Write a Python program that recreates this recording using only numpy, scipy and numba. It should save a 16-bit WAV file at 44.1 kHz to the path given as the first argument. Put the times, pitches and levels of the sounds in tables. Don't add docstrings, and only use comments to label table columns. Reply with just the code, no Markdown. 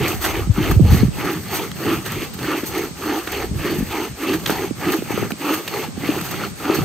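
import sys
import numpy as np
from scipy import signal
from scipy.fft import rfft, irfft
from scipy.io import wavfile
from scipy.ndimage import uniform_filter1d
from numba import njit

SR = 44100
rng = np.random.default_rng(int(sys.argv[2]) if len(sys.argv) > 2 else 0)


def unload_audio(sound):
    columns = np.transpose(np.atleast_2d(sound))
    steps = np.round(np.clip(columns, -1, 1) * 32767)
    wavfile.write(sys.argv[1], SR, steps.astype(np.int16))


N = 301644

# (start [s], rasp level [dB], board boom level [dB], swell: tilt from -swell at the start to +swell at the end [dB])
BOW_STROKES = [(-0.12, -21.5, -20.5, 0), (0.189, -26.5, -26.5, 1.5), (0.493, -23, -20.5, -2.5),
               (0.783, -29, -26.5, 6.5), (1.11, -23.5, -21, -6), (1.423, -28, -27.5, 1.5),
               (1.733, -24, -21, -7), (2.032, -28.5, -29.5, 0.5), (2.334, -25, -24, -6.5),
               (2.687, -28, -23.5, -2.5), (2.938, -25, -22, -4), (3.252, -27.5, -25, -0.5),
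               (3.516, -26, -21, -3.5), (3.846, -26.5, -24.5, 1), (4.139, -24, -19.5, -5),
               (4.423, -27.5, -26.5, 0.5), (4.738, -24, -22, 1), (5.016, -28, -28.5, 1.5),
               (5.345, -23, -22, -2.5), (5.633, -27, -28, 0.5), (5.935, -24.5, -23.5, 1),
               (6.241, -28.5, -30, 1), (6.544, -23.5, -21, -2.5)]
LAST_TURN_S = 6.86
# (centre [Hz], width [Hz], relative level on the push [dB], on the pull [dB])
BOOM_MODES = [(306.3, 32.6, 3.5, -5.5), (415.3, 71, -6, 1.5), (240, 180, -12.5, -7)]
# (centre [Hz], width [Hz], relative level on the push [dB], on the pull [dB])
RASP_MODES = [(484, 230, -6.5, -9), (802, 198, -7, -4.5), (1235, 270, -4, -4.5), (1740, 480, -7.5, -8),
              (2123, 530, -10, -6), (2640, 580, -7.5, -8.5), (3050, 810, -15.5, -11.5),
              (4353, 350, -16.5, -14), (6190, 290, -22, -16)]
# (centre [Hz], width [Hz], relative level [dB])
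TIP_MODES = [(4370, 810, 5.5), (6330, 650, 5.5), (8730, 1230, 5.5), (11700, 1900, 7.5), (14030, 6800, 5.5)]


def drill():
    s, *levels_db = np.transpose(strokes())
    speeds = np.sqrt(undb(levels_db))
    rasp_gain, boom_gain, hiss_gain = np.square(curves(np.transpose([s, *speeds])))
    chatter_db = 1.17 * walk(24.97)

    slips = svf(svf(grit(1200, 0.58), 352.0, 390.0), 300.0, 550.0)
    boom_flicker_db = 0.19 * chatter_db + 2.1 * walk(12)
    boom = boom_gain * undb(boom_flicker_db) * board(slips, BOOM_MODES)
    rasp = rasp_gain * undb(chatter_db) * rasping()
    hiss_flicker_db = chatter_db + 2.7 * walk(100)
    hiss = hiss_gain * undb(hiss_flicker_db) * ring(grit(15000, 1.0), TIP_MODES)

    low = from_front(boom, 0.072, -1.0) + from_front(rasp, 0.24, -0.88)
    return low + from_side(1.6 * hiss, 0.36)


def strokes():
    # (share of the stroke's length [0-1], rasp [dB], boom [dB], hiss [dB]), relative to the stroke's levels
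    push_shape = [(0, -31.5, -40, -27), (0.15, -18.5, -22.5, -10.5), (0.28, -7, -8.5, -5),
                  (0.55, 0, 1.5, -1), (0.75, -3.5, -1.5, 2), (0.88, -8.5, -11.5, -2.5)]
    pull_shape = [(0, -12.5, -15, -4.5), (0.15, -7, -17.5, -2.5), (0.33, -0.5, -1.5, 1), (0.68, -3, -1, -1),
                  (0.85, -16, -17.5, -8.5)]
    base_hiss_db, hiss_follows = -39.5, 0.63
    ends = [row[0] for row in BOW_STROKES[1:]] + [LAST_TURN_S]
    rows = []
    for k, ((s, rasp_db, boom_db, swell_db), end) in enumerate(zip(BOW_STROKES, ends)):
        hiss_db = base_hiss_db + hiss_follows * (rasp_db + 25.5)
        stroke_db = (rasp_db, boom_db, hiss_db)
        for share, *shape_db in (push_shape, pull_shape)[k % 2]:
            tilt_db = swell_db * (2 * share - 1)
            rows.append((s + share * (end - s), *np.add(stroke_db, shape_db) + tilt_db))
    return rows + [(LAST_TURN_S, *np.add(stroke_db, pull_shape[0][1:]))]


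def rasping():
    wander_hz = 50
    push, catches, out = pushing(), level(grit(700, 1.65), 0), 0
    for hz, width, push_db, pull_db in RASP_MODES:
        drift = wander_hz / hz * walk(12)
        force = 0.7 * catches + level(grit(2500, 0.6), 0)
        stutter_db = 3.4 * walk(55) + 3.2 * walk(18)
        db = -1.2 + pull_db + push * (push_db - pull_db) + stutter_db
        mode = svf(svf(force, hz, width, drift), hz, 2 * width, drift)
        out = out + undb(db) * level(mode, 0)
    return out


def board(force, modes):
    climb, wander = 0.13, 0.066
    turns = [row[0] for row in BOW_STROKES] + [LAST_TURN_S]
    share = np.interp(np.arange(N) / SR, turns, np.arange(len(turns))) % 1
    drift = climb * (uniform_filter1d(share, size=2000) - .5) + wander * walk(9)
    pushed = ring(force, [m[:3] for m in modes], drift)
    pulled = ring(force, [m[:2] + m[3:] for m in modes], drift)
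    return pushing() * pushed + (1 - pushing()) * pulled


def pushing():
    push_s, cycle_s = 0.09, .605
    turn = np.cos(2 * np.pi * (np.arange(N) / SR - push_s) / cycle_s)
    return np.clip(.5 + 1.1 * turn, 0, 1)


def scuffs():
    # (loudest moment [s], straw crackle [dB], card scrape [dB], knock [dB], length scale [s])
    touches = [(0.083, -31, -39, -30, 0.01), (0.222, -34, -36, -28, 0.025), (0.252, -30, -26, -19.5, 0.026),
               (0.715, -32.5, -31, -21, 0.0084), (0.936, -36.5, -32, -30, 0.071),
               (1.552, -32.5, -32.5, -31.5, 0.045), (1.716, -35, -23, -48, 0.0022),
               (2.064, -38, -33, -29, 0.026), (2.121, -32, -34, -47, 0.004), (2.34, -41.5, -41, -38, 0.014),
               (2.39, -50.0, -32, -29, 0.004), (2.642, -45, -39, -26.5, 0.0061),
               (2.669, -35.5, -38.5, -44, 0.022), (2.78, -36, -46, -40, 0.01),
               (3.275, -41, -29, -26, 0.0067), (3.321, -30.5, -40, -39, 0.0055),
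               (3.79, -39, -55, -50, 0.012), (4.339, -38, -28.5, -22, 0.019), (4.44, -45, -36, -32, 0.0028),
               (4.462, -33, -15.5, -23, 0.0043), (4.478, -34, -28, -29, 0.016),
               (4.497, -45, -38, -4, 0.0018), (4.503, -34, -30, -19, 0.005), (4.513, -37, -34, -26, 0.036),
               (4.922, -29, -40, -40, 0.0048), (4.935, -37, -28, -20.5, 0.016),
               (5.021, -50, -47, -32, 0.0038), (5.177, -45, -36, -16, 0.0016),
               (5.308, -38, -47, -26.5, 0.0091), (5.32, -37, -21.5, -28, 0.0018),
               (5.539, -31.5, -42, -26, 0.018), (5.68, -35, -22.5, -38, 0.0067),
               (6.213, -31.5, -34, -23, 0.0043), (6.251, -39, -38.5, -31.5, 0.044),
               (6.315, -34, -38, -28, 0.01), (6.75, -30, -48, -23.5, 0.012)]
    # (centre [Hz], width [Hz], relative level [dB])
    card_modes = [(1810, 760, 1.5), (2750, 390, 5.5), (3270, 620, 2.5), (4440, 530, 1.5),
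                  (5560, 2000, -8.5)]
    straw, card, knock = np.zeros((3, N))
    for s, straw_db, card_db, knock_db, length in touches:
        at = slice(int(s * SR) - SR // 16, min(int(s * SR) + SR // 16, N))
        t = (np.arange(at.start, at.stop) / SR - s) / max(length, .001)
        brush = np.exp(-(t / np.where(t < 0, .48, .9)) ** 2)
        straw[at] += undb(straw_db) * brush
        card[at] += undb(card_db) * brush
        knock[at] += undb(knock_db) * brush
    crackle = ring(grit(12000, 0.42), TIP_MODES)
    scrape = ring(grit(5000, 1.0), card_modes, 0.11 * walk(11))
    wood = ring(grit(5000, 1.8), [m[:3] for m in BOOM_MODES + RASP_MODES[:4]])
    return from_side(2.1 * straw * crackle, 0.36) + from_front(card * scrape + knock * wood, 0.24, -2.0)


def wind():
    # (time [s], deep rumble level [dB], upper flutter level [dB])
    gusts = [(0.0, -40.5, -23.5), (0.4, -24, -48.5), (0.51, -25, -27), (0.55, -28, -52), (0.61, -18, -35),
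             (0.65, -22, -23), (0.76, -10.5, -28), (0.82, -16, -27), (0.88, -15, -20), (0.93, -11.5, -24),
             (1.01, -18.5, -41), (1.05, -19, -41), (1.18, -46, -31), (1.83, -64, -32), (1.85, -45, -29.5),
             (3.29, -49, -43.5), (3.5, -24, -36), (3.75, -50, -28.5), (3.81, -26.5, -29), (4.06, -54, -46),
             (4.11, -36, -32.5), (4.23, -52, -58), (4.28, -46, -33), (4.59, -41, -33.5), (5.16, -69, -29.5),
             (5.22, -43, -23.5), (5.43, -68, -42.5), (6.02, -47, -29.5), (6.73, -47, -36.5),
             (6.84, -47, -20.5)]
    # (middle [s], level ahead of the random pan [dB], pitch [Hz])
    thumps = [(0.476, -15, 160), (0.502, -4, 94.5), (0.583, -9, 188), (0.608, -12, 126),
              (0.721, -9.5, 140.0), (0.773, -1, 88), (0.798, -8.5, 297), (0.808, -1, 165),
              (0.822, -4.5, 110), (0.843, -8, 115), (0.91, -7, 76), (0.927, -4.5, 121), (0.938, -9, 79),
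              (0.948, -5, 159), (0.978, -13, 85), (1.015, -11, 90), (1.034, -3.5, 198), (1.055, -7.5, 122),
              (1.087, -10, 146), (2.225, -17, 277), (2.635, -15, 270), (2.913, -24, 165), (3.515, -17, 170),
              (3.561, -19, 123), (3.789, -14, 175), (3.809, -12, 237), (3.829, -14.5, 210),
              (4.502, -22, 298), (4.523, -18.5, 203), (4.712, -11, 246), (4.989, -15, 234),
              (5.025, -14, 325), (5.107, -14, 340), (5.143, -14.5, 207), (5.179, -12.5, 375),
              (5.229, -13, 328), (5.323, -15.5, 208), (5.337, -24, 262), (5.888, -19.5, 204),
              (5.979, -18, 234), (6.038, -16.5, 286), (6.092, -10, 306), (6.7, -8, 336), (6.789, -11, 256)]
    gust_side = 0.54
    deep_db, upper_db = curves(gusts)

    def rumble():
        lumps = undb(4.9 * walk(25) + 2.5 * walk(13)) * rng.standard_normal(N)
        low, high = (level(svf(svf(lumps, hz, 1.22 * hz), hz, 1.27 * hz), 0) for hz in (63., 130.))
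        high = level(above(svf(high, 163.0, 220.0), 74.0), 0)
        return undb(deep_db) * low + undb(upper_db) * high

    mid, side = rumble(), rumble()
    out = np.array([mid + gust_side * side, mid - gust_side * side])
    chance = rng.random((len(thumps), 2))
    half = SR // 25
    for (s, db, hz), (turn, pan) in zip(thumps, chance):
        cycles = np.arange(-half, half) * hz / SR
        swell = np.exp(-(cycles / np.where(cycles < 0, .6, 1.3)) ** 2)
        phase = cycles + turn - 0.72 * np.minimum(cycles, 0) ** 2
        lump = undb(db) * swell * np.cos(2 * np.pi * phase)
        port_gains = [1 + 1.7 * (pan - .5), 1 - 1.0 * (pan - .5)]
        out[:, int(s * SR) - half:int(s * SR) + half] += np.outer(port_gains, lump)
    return out


def field():
    # (frequency [Hz], relative level per Hz [dB])
    spectrum = [(200, -10), (320, -5), (640, -6), (1230, -9.5), (3100, -12.5), (4000, -9.5), (8200, -11.5),
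                (11000, -61), (16000, -42)]
    chirps = [.45, .66, .85, 1.06, 1.25, 1.46, 1.64, 1.83, 2.0, 2.17, 2.38, 2.58, 2.76, 3.06, 3.41, 3.59,
              3.82, 4.24, 4.45, 4.68, 4.88, 5.09, 5.32, 5.57, 5.8, 6.09, 6.58]
    field_db = -40.5
    insect_hz, insect_width_hz, insect_db = 8250., 460., -46.5
    chirp_hz, chirp_s, chirp_db = 9700., .05, -47

    hz_points, db_points = np.transpose(spectrum)
    front = side = 0
    for hz in 200 * 2 ** np.arange(0, 6.4, .5):
        db = np.interp(np.log(hz), np.log(hz_points), db_points) + 1.0 * walk(3.2)
        band = undb(db) * svf(rng.standard_normal(N), hz, hz / 3)
        if hz < 5000:
            front = front + band
        else:
            side = side + band
    leaves = level(from_front(front, 1.0, 0) + from_side(side, 0.39), field_db)

    insects = level(svf(rng.standard_normal(N), insect_hz, insect_width_hz), insect_db)
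    t = np.arange(N) / SR
    singing = sum(1. * (abs(t - s) < chirp_s / 2) for s in chirps)
    wing = level(svf(svf(rng.standard_normal(N), chirp_hz, 300.), chirp_hz, 500.), chirp_db)
    insects += uniform_filter1d(singing, size=300) * wing
    return leaves + from_side(insects, 0.11)


def from_side(x, diffuse):
    port_lag_s = .00015
    late = irfft(rfft(x) * np.exp(-2j * np.pi * port_lag_s * SR * np.arange(N // 2 + 1) / N), N)
    scattered = diffuse * scatter(svf(x, 6400.0, 3300.0) + 1.14 * svf(x, 5700.0, 2500.0))
    return np.array([late + scattered, x - scattered])


def from_front(x, wide, pan_db):
    spread = wide * scatter(x)
    return np.array([undb(pan_db / 2) * (x + spread), undb(-pan_db / 2) * (x - spread)])


def scatter(x):
    lag = np.repeat(rng.random(400), N // 800 + 1)[:N // 2 + 1] * .02
    return irfft(rfft(x) * np.exp(-2j * np.pi * np.cumsum(lag) * SR / N), N)


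def grit(per_s, spread_db):
    hit, sign, size = rng.random(N), rng.standard_normal(N), np.minimum(rng.exponential(size=N), 4.5)
    return (hit < per_s / SR) * sign * undb(spread_db * size)


def ring(x, modes, drift=0.):
    total = 0
    for k, (hz, width, db) in enumerate(modes):
        total = total + (-1) ** k * undb(db) * svf(x, 1. * hz, 1. * width, drift)
    return level(total, 0)


def svf(x, hz, width, drift=0.):
    return sweep(x, np.tan(np.pi * hz * (1 + drift) / SR) * np.ones(N), width / hz)


@njit
def sweep(x, g, k):
    y, band, low = np.empty(len(x)), 0., 0.
    for i in range(len(x)):
        v = (band + g[i] * (x[i] - low)) / (1 + g[i] * (g[i] + k))
        band, low, y[i] = 2 * v - band, low + 2 * g[i] * v, k * v
    return y


def above(x, hz):
    return signal.sosfilt(signal.butter(4, hz, "high", fs=SR, output="sos"), x)


def walk(rate):
    k = int(SR / rate)
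    steps = np.repeat(rng.standard_normal(N // k + 1), k)
    return 0.76 * uniform_filter1d(uniform_filter1d(steps, k), k)[:N]


def curves(table):
    s, *columns = np.transpose(table)
    return [np.interp(np.arange(N) / SR, s, c) for c in columns]


def undb(db):
    return 10 ** (np.asarray(db) / 20)


def level(x, db):
    return x * undb(db) / np.sqrt(np.mean(x ** 2))


def scene():
    return above(drill() + scuffs() + field(), 144.0) + wind()


def record(dry):
    top_hz = 15700
    cut = above(dry, 36.)
    flattened = np.clip(cut, -.97, .97)
    return signal.sosfilt(signal.ellip(10, .2, 75, top_hz, fs=SR, output="sos"), flattened)


dry = scene()
out = record(dry)
unload_audio(out)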